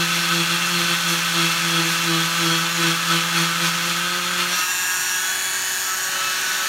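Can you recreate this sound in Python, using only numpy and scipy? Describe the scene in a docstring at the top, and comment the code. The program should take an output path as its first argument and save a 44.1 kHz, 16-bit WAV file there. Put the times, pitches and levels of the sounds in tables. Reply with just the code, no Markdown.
"""An oscillating cast saw, pressed into a hard cast in short pushes, in a small clinic room.
Each push sags the motor, makes the hollow cast hum and the teeth chatter, rasp and snap fibres.
At 4.55 s the saw lifts out and runs free: cooling air, gear tones, a loose drive ringing the blade.
It hovers from about 5.2 s and grazes the cast from 6.1 s. Mono, close up."""
import sys
import numpy as np
from scipy import signal
from scipy.fft import rfft, irfft
from scipy.io import wavfile
from scipy.ndimage import map_coordinates

SR = 44100
rng = np.random.default_rng(int(sys.argv[2]) if len(sys.argv) > 2 else 0)


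def dump_mix(stems):
    """Bounce the given channels to the path in sys.argv[1] as a 16-bit WAV at rate SR."""
    frames = np.atleast_2d(stems).T  # one column per channel
    limited = np.clip(frames, -1, 1)  # hard clip at full scale
    pcm = np.round(limited * 32767).astype(np.int16)
    wavfile.write(sys.argv[1], SR, pcm)


N = 294588
TIME = np.arange(N) / SR


def amp(db):
    """dB to gain."""
    return 10 ** (np.asarray(db) / 20)


def unit(x):
    """Scale to rms 1."""
    return x / np.sqrt(np.mean(x ** 2) + 1e-20)


def curves(rows):
    """Table columns interpolated over time (first column)."""
    t_s, *columns = np.transpose(rows)
    return [np.interp(TIME, t_s, column) for column in columns]


def noise():
    """White noise."""
    return rng.standard_normal(N)


def wander(hz):
    """Random drift up to about hz, rms 1."""
    return unit(irfft(rfft(noise()) / (1 + (np.fft.rfftfreq(N, 1 / SR) / hz) ** 4), N))


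def swell(mid_s, length_s):
    """Rounded rise and fall, above half height for length_s."""
    away = abs(2 * (TIME - mid_s) / length_s)
    near, shape = away < 3, np.zeros(N)
    shape[near] = .5 ** (away[near] ** 2.9)  # flatter top than a bell
    return shape


def colour(x, spectrum):
    """Shape x by a smooth spectrum, rms 1."""
    f_hz, level_db = np.transpose(spectrum)
    gain_db = np.interp(np.log(np.fft.rfftfreq(N, 1 / SR) + 1), np.log(f_hz + 1), level_db)
    return unit(irfft(rfft(x) * amp(gain_db), N))


def ring(x, modes):
    """x through steep resonances, each at its own rms level."""
    out = np.zeros(N)
    for f_hz, width_hz, level_db in modes:
        b, a = signal.iirpeak(f_hz, f_hz / width_hz, SR)
        out += amp(level_db) * unit(signal.lfilter(b, a, signal.lfilter(b, a, x)))
    return out


def burst(cycles, at, width):
    """Smooth window, once per swing; at and width in cycles."""
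    return np.exp(-(np.sin(np.pi * (cycles - at)) / (np.pi * width)) ** 2 / 2)


def knocks(cycles, at, uneven, scrape):
    """One uneven blow per swing, with a short scrape."""
    count = np.floor(cycles - at)
    blows = np.diff(count, prepend=count[0]) * (1 + uneven * wander(150))
    return unit(blows) + scrape * unit(burst(cycles, at=at + 0.024, width=0.086) * noise())


def tones(cycles, orders, flutter, flutter_hz):
    """Orders (multiples) of the swing rate, fluttering in size and phase."""
    out, spin = np.zeros(N), np.exp(2j * np.pi * cycles)
    knots_s = np.arange(0, TIME[-1] + 1, 1 / flutter_hz)
    for order, level_db in orders:
        draw = np.random.default_rng(rng.integers(2 ** 31)).standard_normal((len(knots_s), 2))
        phasor = (1 + flutter * (draw[:, 0] + 1j * draw[:, 1])) * np.exp(2j * np.pi * rng.random())
        out += amp(level_db) * unit((np.interp(TIME, knots_s, phasor) * spin ** order).real)
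    return out


def room(x, t60_s, wet_db):
    """Add the short tail of a small hard room."""
    t = np.arange(SR // 2) / SR
    tail = rng.standard_normal(len(t)) * amp(-60 * t / t60_s) * (t > .003)
    return x + amp(wet_db) * signal.fftconvolve(x, tail / np.linalg.norm(tail))[:N]


def pressing():
    """Hand force and the fibre tearing it causes, summed over the pushes."""
    pushes = [(0.004, 0.11, 0.84, 0.5), (0.17, 0.11, 0.2, 0.65), (0.382, 0.13, 0.73, 0.5),
              (0.536, 0.0532, 0.45, 0.5), (0.785, 0.13, 0.53, 0.6), (0.922, 0.058, 0.51, 0.5),
              (1.114, 0.11, 0.52, 0.5), (1.427, 0.14, 0.72, 1), (1.73, 0.22, 0.53, 0.6),
              (1.843, 0.18, 0.41, 0), (2.145, 0.18, 0.98, 0.1), (2.496, 0.21, 0.84, 0.94),
              (2.861, .137, .85, 2), (3.14, 0.098, 0.74, 2), (3.402, 0.1, 0.71, 2),
              (3.658, 0.072, 0.5, 1.9), (3.89, 0.086, 0.11, 0.9), (4.408, 0.068, 0.23, 2.5),
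              (4.557, .14, 0.06, 2.5)]  # middle/s, length/s, force/0-1, extra tearing/dB
    force, tearing_db = np.zeros(N), np.zeros(N)
    for mid_s, length_s, strength, extra_db in pushes:
        shape = swell(mid_s, length_s)
        force += strength * shape
        tearing_db += extra_db * shape
    return force, tearing_db


def swings(force):
    """Blade phase in cycles; force drags the motor down after the rotor's lag."""
    speed = [(0.5, 171.6), (0.7, 175.1), (0.95, 172.8), (1.3, 170.4), (3.6, 170.1), (3.98, 172.1),
             (4.15, 177.2), (4.48, 177.2), (4.61, 181.6), (4.72, 182.6), (5.11, 183.1), (5.29, 187.4),
             (6.08, 187.4), (6.28, 186.6), (6.66, 187.1)]  # swing rate before sag, climbing as the hand eases off: t/s, f/Hz
    sag_hz, lag_s = 6.5, 0.0563
    pole = np.exp(-1 / (lag_s * SR))
    drag = signal.lfilter([1 - pole], [1, -pole], force)
    return np.cumsum(curves(speed)[0] - sag_hz * drag) / SR


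def cast_hum(cycles, contact, hum_db, bite_db):
    """The blade rocks the hollow shell; a deeper bite adds overtones."""
    rocking = cycles + .012 * wander(13)
    fundamental = amp(hum_db) * np.sin(2 * np.pi * rocking)
    octave = amp(bite_db) * np.sin(4 * np.pi * rocking - 1)
    # The shell's octave lags the blade's own and partly cancels it as a push begins and ends.
    lag_cycles = 0.38
    blade_octave = amp(-48) * np.sin(4 * np.pi * cycles - 1 + 2 * np.pi * lag_cycles)
    overtone = tones(rocking, [(2.85, -44.0)], flutter=0.25, flutter_hz=24.1)
    overtone *= amp(0.45 * (bite_db + 40))
    return np.sqrt(2) * (contact * (fundamental + octave) + blade_octave) + contact * overtone


def teeth(cycles, contact, bite_db, tearing_db):
    """Teeth chatter in the kerf and tear fibres on both strokes of each swing."""
    rasp_spectrum = [(40, -54), (130, -18), (255, -12), (440, -18), (750, -9.5), (1250, -1), (1750, -2),
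                     (1970, -2.5), (2300, -1), (3400, -2), (3820, -3.5), (4300, -10.5), (4900, -7.5),
                     (6500, -9), (7800, -11.5), (9400, -15.5), (10400, -18), (12500, -17.5), (15800, -25)]  # tearing fibres: f/Hz, level/dB
    skids = [(0.32, 0.036, -34), (2.851, 0.084, -39), (3.118, 0.043, -28), (3.407, 0.061, -35),
             (3.654, 0.061, -39), (4.407, 0.028, -32)]  # blade skids along the kerf: middle/s, length/s, level/dB
    binds = [(1.11, .046, -33), (1.927, .07, -38)]  # blade screeches on the kerf wall: middle/s, length/s, level/dB
    chatter_tones = [(4, -49), (5, -44), (6, -42), (7, -39.5), (8, -37.5), (9, -38), (10, -39.5), (11, -42),
                     (12, -46), (13, -42.5), (14, -43), (15, -43), (16, -41), (18, -40), (19, -40.5),
                     (20, -39), (21, -43), (22, -45), (24, -41), (25, -43), (26, -44)]  # cutting tones: order, relative level/dB
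    # Resonances: f/Hz, width/Hz, relative level/dB
    shell_modes = [(1330, 147, 3.5), (1522, 146, 2), (3260, 440, -5.5), (4150, 670, -8)]  # hollow cast
    bite_modes = [(3350, 220, -5), (4216, 410, -6), (2580, 190, -13)]  # cast struck at one end of the swing
    back_modes = [(5900, 2400, 4.5), (9180, 1200, -1), (11850, 2500, -3)]  # cast struck at the other end
    squeal_modes = [(2670, 65, -40)]  # blade dragged through the cast

    strokes = 0.87 + burst(cycles, at=0.4, width=0.066) + 0.6 * burst(cycles, at=0.87, width=0.024)
    snaps = rng.choice([-1, 1], N) * rng.uniform(.5, 1, N) * (rng.random(N) < 2400 / SR)
    grit = strokes * (unit(snaps) + 0.69 * noise())
    rasp = amp(1.4 * tearing_db - 24.5) * colour(grit, rasp_spectrum)
    skid_gain = sum(amp(db) * np.exp(-2 * ((TIME - mid_s) / length_s) ** 2)
                    for mid_s, length_s, db in skids)
    shell = (amp(-31 + 0.077 * tearing_db) + skid_gain) * unit(ring(strokes * noise(), shell_modes))

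    slipping = cycles + 0.005 * wander(30)
    depth_db = bite_db + 34
    grip_db = np.interp(TIME, [.5, 2.5], [-4, -1])  # a deeper kerf grips harder
    chatter = tones(slipping, chatter_tones, flutter=0.99, flutter_hz=21.92)
    chatter *= amp(grip_db + .5 * depth_db)
    # Pushed hard, the teeth catch and hammer the cast, most while the kerf is shallow.
    bite = unit(ring(knocks(slipping, at=0.2957, uneven=0.16, scrape=0.23), bite_modes))
    bite *= amp(-34.5 + tearing_db + 0.29 * depth_db - 1.3 * grip_db)
    bind_gain = sum(amp(db) * swell(mid_s, length_s) for mid_s, length_s, db in binds)
    back = unit(ring(knocks(slipping, at=.85, uneven=0.26, scrape=9.4), back_modes))
    back *= amp(-33.5 + 3.1 * tearing_db) + bind_gain
    squeal = amp(tearing_db - 1.9 * grip_db) * ring(strokes * noise(), squeal_modes)
    scraping = room(rasp + shell + back + grinding(strokes, tearing_db), t60_s=0.062, wet_db=-7.5)
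    return contact * (scraping + chatter + bite + squeal)


def grinding(strokes, tearing_db):
    """Coarse fibres snap and ring the shell, far louder as the teeth dig in."""
    shell_modes = [(3400, 800, -1), (4350, 600, 0), (5700, 1600, -5), (8000, 900, -14)]  # f/Hz, width/Hz, relative level/dB
    snaps_per_s = 800
    snaps = (rng.random(N) < snaps_per_s / SR) * rng.choice([-1, 1], N) * rng.uniform(0.44, 1, N)
    return amp(-32.7 + 3.5 * tearing_db) * unit(ring(strokes * snaps, shell_modes))


def motor(cycles, free, low):
    """Cooling air, gear tones and housing whirr; the colour shifts from lifted to hovering low."""
    # Air spectra: f/Hz, level/dB
    lifted_air = [(60, -34), (300, -12), (500, -25), (900, -1), (1350, -2), (2250, -3.5), (3300, -6),
                  (4250, -4.5), (4900, -13), (5500, -1.5), (7100, -17), (7900, -10.5), (9500, -7.5),
                  (10500, -15), (12400, -9), (13700, -19), (15800, -17)]
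    hover_air = [(60, -38), (140, -20), (300, -12.5), (480, -17), (850, -4), (1020, -8.5), (1600, 1),
                 (2150, -5.5), (2700, -5.5), (3500, -5), (4350, -6), (4900, -10.5), (6100, -4), (7100, -9),
                 (7800, -9.5), (8400, -7), (10500, -15), (13000, -10), (15800, -18)]
    # Gear tones: order, relative level/dB
    lifted_tones = [(6, -40.5), (7, -35.5), (8, -41), (9, -34), (10, -39), (14, -45), (16, -41.5),
                    (18, -43), (20, -42), (22, -44), (24, -44), (33, -41), (35, -45), (37, -42), (38, -42),
                    (39, -45), (40, -41)]
    hover_tones = [(5, -47), (6, -42), (7, -40), (8, -39), (9, -43), (10, -42), (12, -44), (13, -42),
                   (14, -43), (15, -42.5), (16, -43.5), (22, -40), (24, -41), (25, -47), (27, -44),
                   (29, -45), (30, -47), (31, -48), (33, -46), (35, -43), (36, -42), (37, -42), (38, -45)]
    graze_tones = [(8, -42), (14, -42), (15, -45), (17, -44), (19, -44), (20, -41), (21, -46), (26, -49),
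                   (28, -48), (32, -46)]  # added as the teeth graze the cast
    housing_modes = [(1645, 55, 0), (1750, 150, 0)]  # f/Hz, width/Hz, relative level/dB

    shaky = cycles + 0.0012 * wander(30)
    throb = 1 + 0.59 * burst(cycles, at=0.19, width=0.09)
    lifted = amp(-26.5) * colour(throb * noise(), lifted_air)
    lifted += amp(1.0) * tones(shaky, lifted_tones, flutter=0.5, flutter_hz=9.7)
    hover = amp(-27.0) * colour(throb * noise(), hover_air)
    hover += amp(0.5) * tones(shaky, hover_tones, flutter=0.45, flutter_hz=6)
    graze_from_s, graze_rise_s = 6.08, 0.13
    grazing = np.clip((TIME - graze_from_s) / graze_rise_s, 0, 1)
    hover += grazing * tones(shaky, graze_tones, flutter=0.26, flutter_hz=9)
    whirr = amp(-32.5) * unit(ring(noise(), housing_modes))
    return free * (np.sqrt(1 - low) * lifted + np.sqrt(low) * hover) + np.maximum(free, .5) * whirr


def drive_rattle(cycles, free):
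    """The drive knocks across its play at each reversal and rings the blade, most when unloaded."""
    looseness = [(4.56, 0), (4.8, 4), (5.5, 2), (6.05, 3), (6.2, -4)]  # knock gain, falling once the blade grazes: t/s, level/dB
    # Blade resonances, out and return stroke: f/Hz, width/Hz, relative level/dB
    out_modes = [(6980, 950, -5), (9720, 740, -12.5), (12800, 2000, -16), (4397, 300, -11)]
    return_modes = [(8500, 700, -3), (12900, 1200, -1), (14800, 260, -5)]
    # Rings that flare as the free blade is turned: middle/s, length/s, f/Hz, width/Hz, relative level/dB
    blade_flares = [(4.72, .38, 2700, 170, -30.5), (5.08, .2, 2690, 170, -35.5), (4.56, .1, 5710, 110, -37),
                    (4.95, .75, 5700, 110, -42), (5.96, .34, 5715, 70, -39), (6.5, .36, 5800, 400, -42),
                    (5.6, 1.0, 6880, 460, -38), (4.95, .7, 7280, 300, -42), (6.45, .5, 6980, 400, -41),
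                    (4.92, .56, 8720, 500, -39), (5.88, .5, 8600, 250, -44), (5.03, .4, 9300, 450, -38.5),
                    (5.42, .32, 9580, 550, -36.5), (5.74, .22, 9750, 400, -40), (6, .3, 11500, 450, -44.5),
                    (4.9, .6, 12350, 1150, -40), (5.32, .26, 12830, 380, -46),
                    (5.8, .3, 13400, 1100, -41.5), (4.85, .7, 14270, 280, -45)]

    loose_db = curves(looseness)[0]
    out_knock = knocks(cycles, at=.05, uneven=.14, scrape=.58)
    return_knock = knocks(cycles, at=0.67, uneven=.2, scrape=1.0)
    out_ring = table_echo(ring(out_knock, out_modes), level_db=-16, delay_s=0.000596, sway=0.089)
    return_ring = ring(return_knock, return_modes)
    rattle = free * (amp(loose_db - 35) * out_ring + amp(loose_db - 47) * return_ring)
    both_knocks = knocks(cycles, at=.05, uneven=.2, scrape=1.6)
    both_knocks += 1.2 * knocks(cycles, at=.57, uneven=.2, scrape=1.6)
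    flares = sum(swell(mid_s, length_s) * ring(both_knocks, [mode])
                 for mid_s, length_s, *mode in blade_flares)
    return room(rattle + amp(0.5) * flares, t60_s=0.11, wet_db=-13.0)


def table_echo(x, level_db, delay_s, sway):
    """Add a reflection off the table; hand movement shifts its delay, so it sounds phasey."""
    lag_s = delay_s * (1 + sway * wander(0.96))
    return unit(x + amp(level_db) * map_coordinates(x, [(TIME - lag_s) * SR], order=3))


def whistles():
    """Thin steady whistles of the saw."""
    bands = [(6780, 4, -45.5), (2675, 30, -46)]  # f/Hz, width/Hz, level/dB
    return ring(noise(), bands)


def room_floor():
    """Low steady noise of the room."""
    spectrum = [(20, -48), (45, -8), (90, -6), (135, 3.5), (220, -5), (450, -21), (900, -10.5)]  # f/Hz, relative level/dB
    return amp(-41.5) * colour(noise(), spectrum)


def singing(cycles, cutting):
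    """Single tones swell as the tool bites, turns or grazes: clear in air, rough in the kerf."""
    swells = [(.6, .12, 16, -35), (1.44, .13, 20, -33), (1.48, .06, 16, -28.5), (1.75, .16, 20, -31),
              (1.76, .16, 24, -42), (1.98, .1, 16, -35), (2.13, .1, 8, -36), (2.22, .16, 20, -34.5),
              (2.47, .12, 8, -34), (2.52, .22, 20, -32.5), (2.87, .12, 20, -34), (3.39, .1, 7, -36),
              (4.6, .1, 7, -29.5), (4.8, .5, 31, -34.5), (5.09, .12, 31, -32.5), (5.24, .16, 31, -39),
              (5.24, .14, 8, -36), (5.34, .36, 18, -34), (5.76, .36, 18, -41), (5.91, .08, 7, -29),
              (6.18, .28, 3, -45), (6.17, .14, 16, -38), (6.24, .16, 7, -32), (6.28, .1, 14, -33),
              (6.62, .1, 3, -44), (6.63, .07, 7, -34)]  # middle/s, length/s, order, level/dB
    gains = {}
    for mid_s, length_s, order, level_db in swells:
        gains[order] = gains.get(order, 0) + amp(level_db) * swell(mid_s, length_s)
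    slipping = cycles + .0065 * cutting * wander(70)
    return sum(gain * tones(slipping, [(order, 0)], flutter=.24, flutter_hz=45)
               for order, gain in gains.items())


def scene():
    """Hand force sets speed, hum and bite; the blade's swing times the saw and cast layers."""
    resting = [(0.0, -33, -42.5, -0.73), (2.2, -34, -42.5, -0.54), (2.7, -34, -42, -1.5),
               (3.7, -32, -43, -1), (4.2, -38, -39.5, -2), (4.5, -37.5, -42.5, -2.5), (4.65, -36, -44, 1.5),
               (5.3, -39, -50.5, 1)]  # blade resting in the kerf: t/s, hum/dB, bite/dB, tearing/dB
    pose = [(4.47, 0.37), (4.6, 0.91)], [(5.1, 0.11), (5.28, 0.98)]  # two curves, saw lifted free and hovering low: t/s, share/0-1
    contact = [(4.48, 0.97, 0.98), (4.52, 1, 0.74), (4.6, 0.0061, 0.38), (4.68, 0.079, 0.13),
               (6.02, 0.032, 0.017), (6.2, 0.14, .33), (6.66, 0.15, 0.38)]  # blade on the cast: t/s, shell contact/0-1, tooth contact/0-1

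    force, extra_tearing_db = pressing()
    cycles = swings(force)
    rest_hum_db, rest_bite_db, rest_tearing_db = curves(resting)
    hum_db = rest_hum_db + 9 * force + 1.05 * wander(hz=17)  # the hand is never quite steady
    bite_db = rest_bite_db + 17 * force + 2 * wander(hz=17)
    free, low = (np.clip(curves(rows)[0], 0, 1) for rows in pose)
    touching, cutting = np.clip(curves(contact), 0, 1)
    saw = motor(cycles, free, low) + singing(cycles, cutting) + drive_rattle(cycles, free) + whistles()
    cast = cast_hum(cycles, touching, hum_db, bite_db)
    cast += teeth(cycles, cutting, bite_db, rest_tearing_db + extra_tearing_db)
    mono = saw + cast + room_floor()
    return np.array([mono, mono])


def record(dry):
    """Steep low-pass."""
    cutoff_hz = 15850
    taps = signal.firwin(601, cutoff_hz, window=("kaiser", 9), fs=SR)
    return signal.oaconvolve(dry, taps[None], "same")


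dry = scene()
out = record(dry)
dump_mix(out)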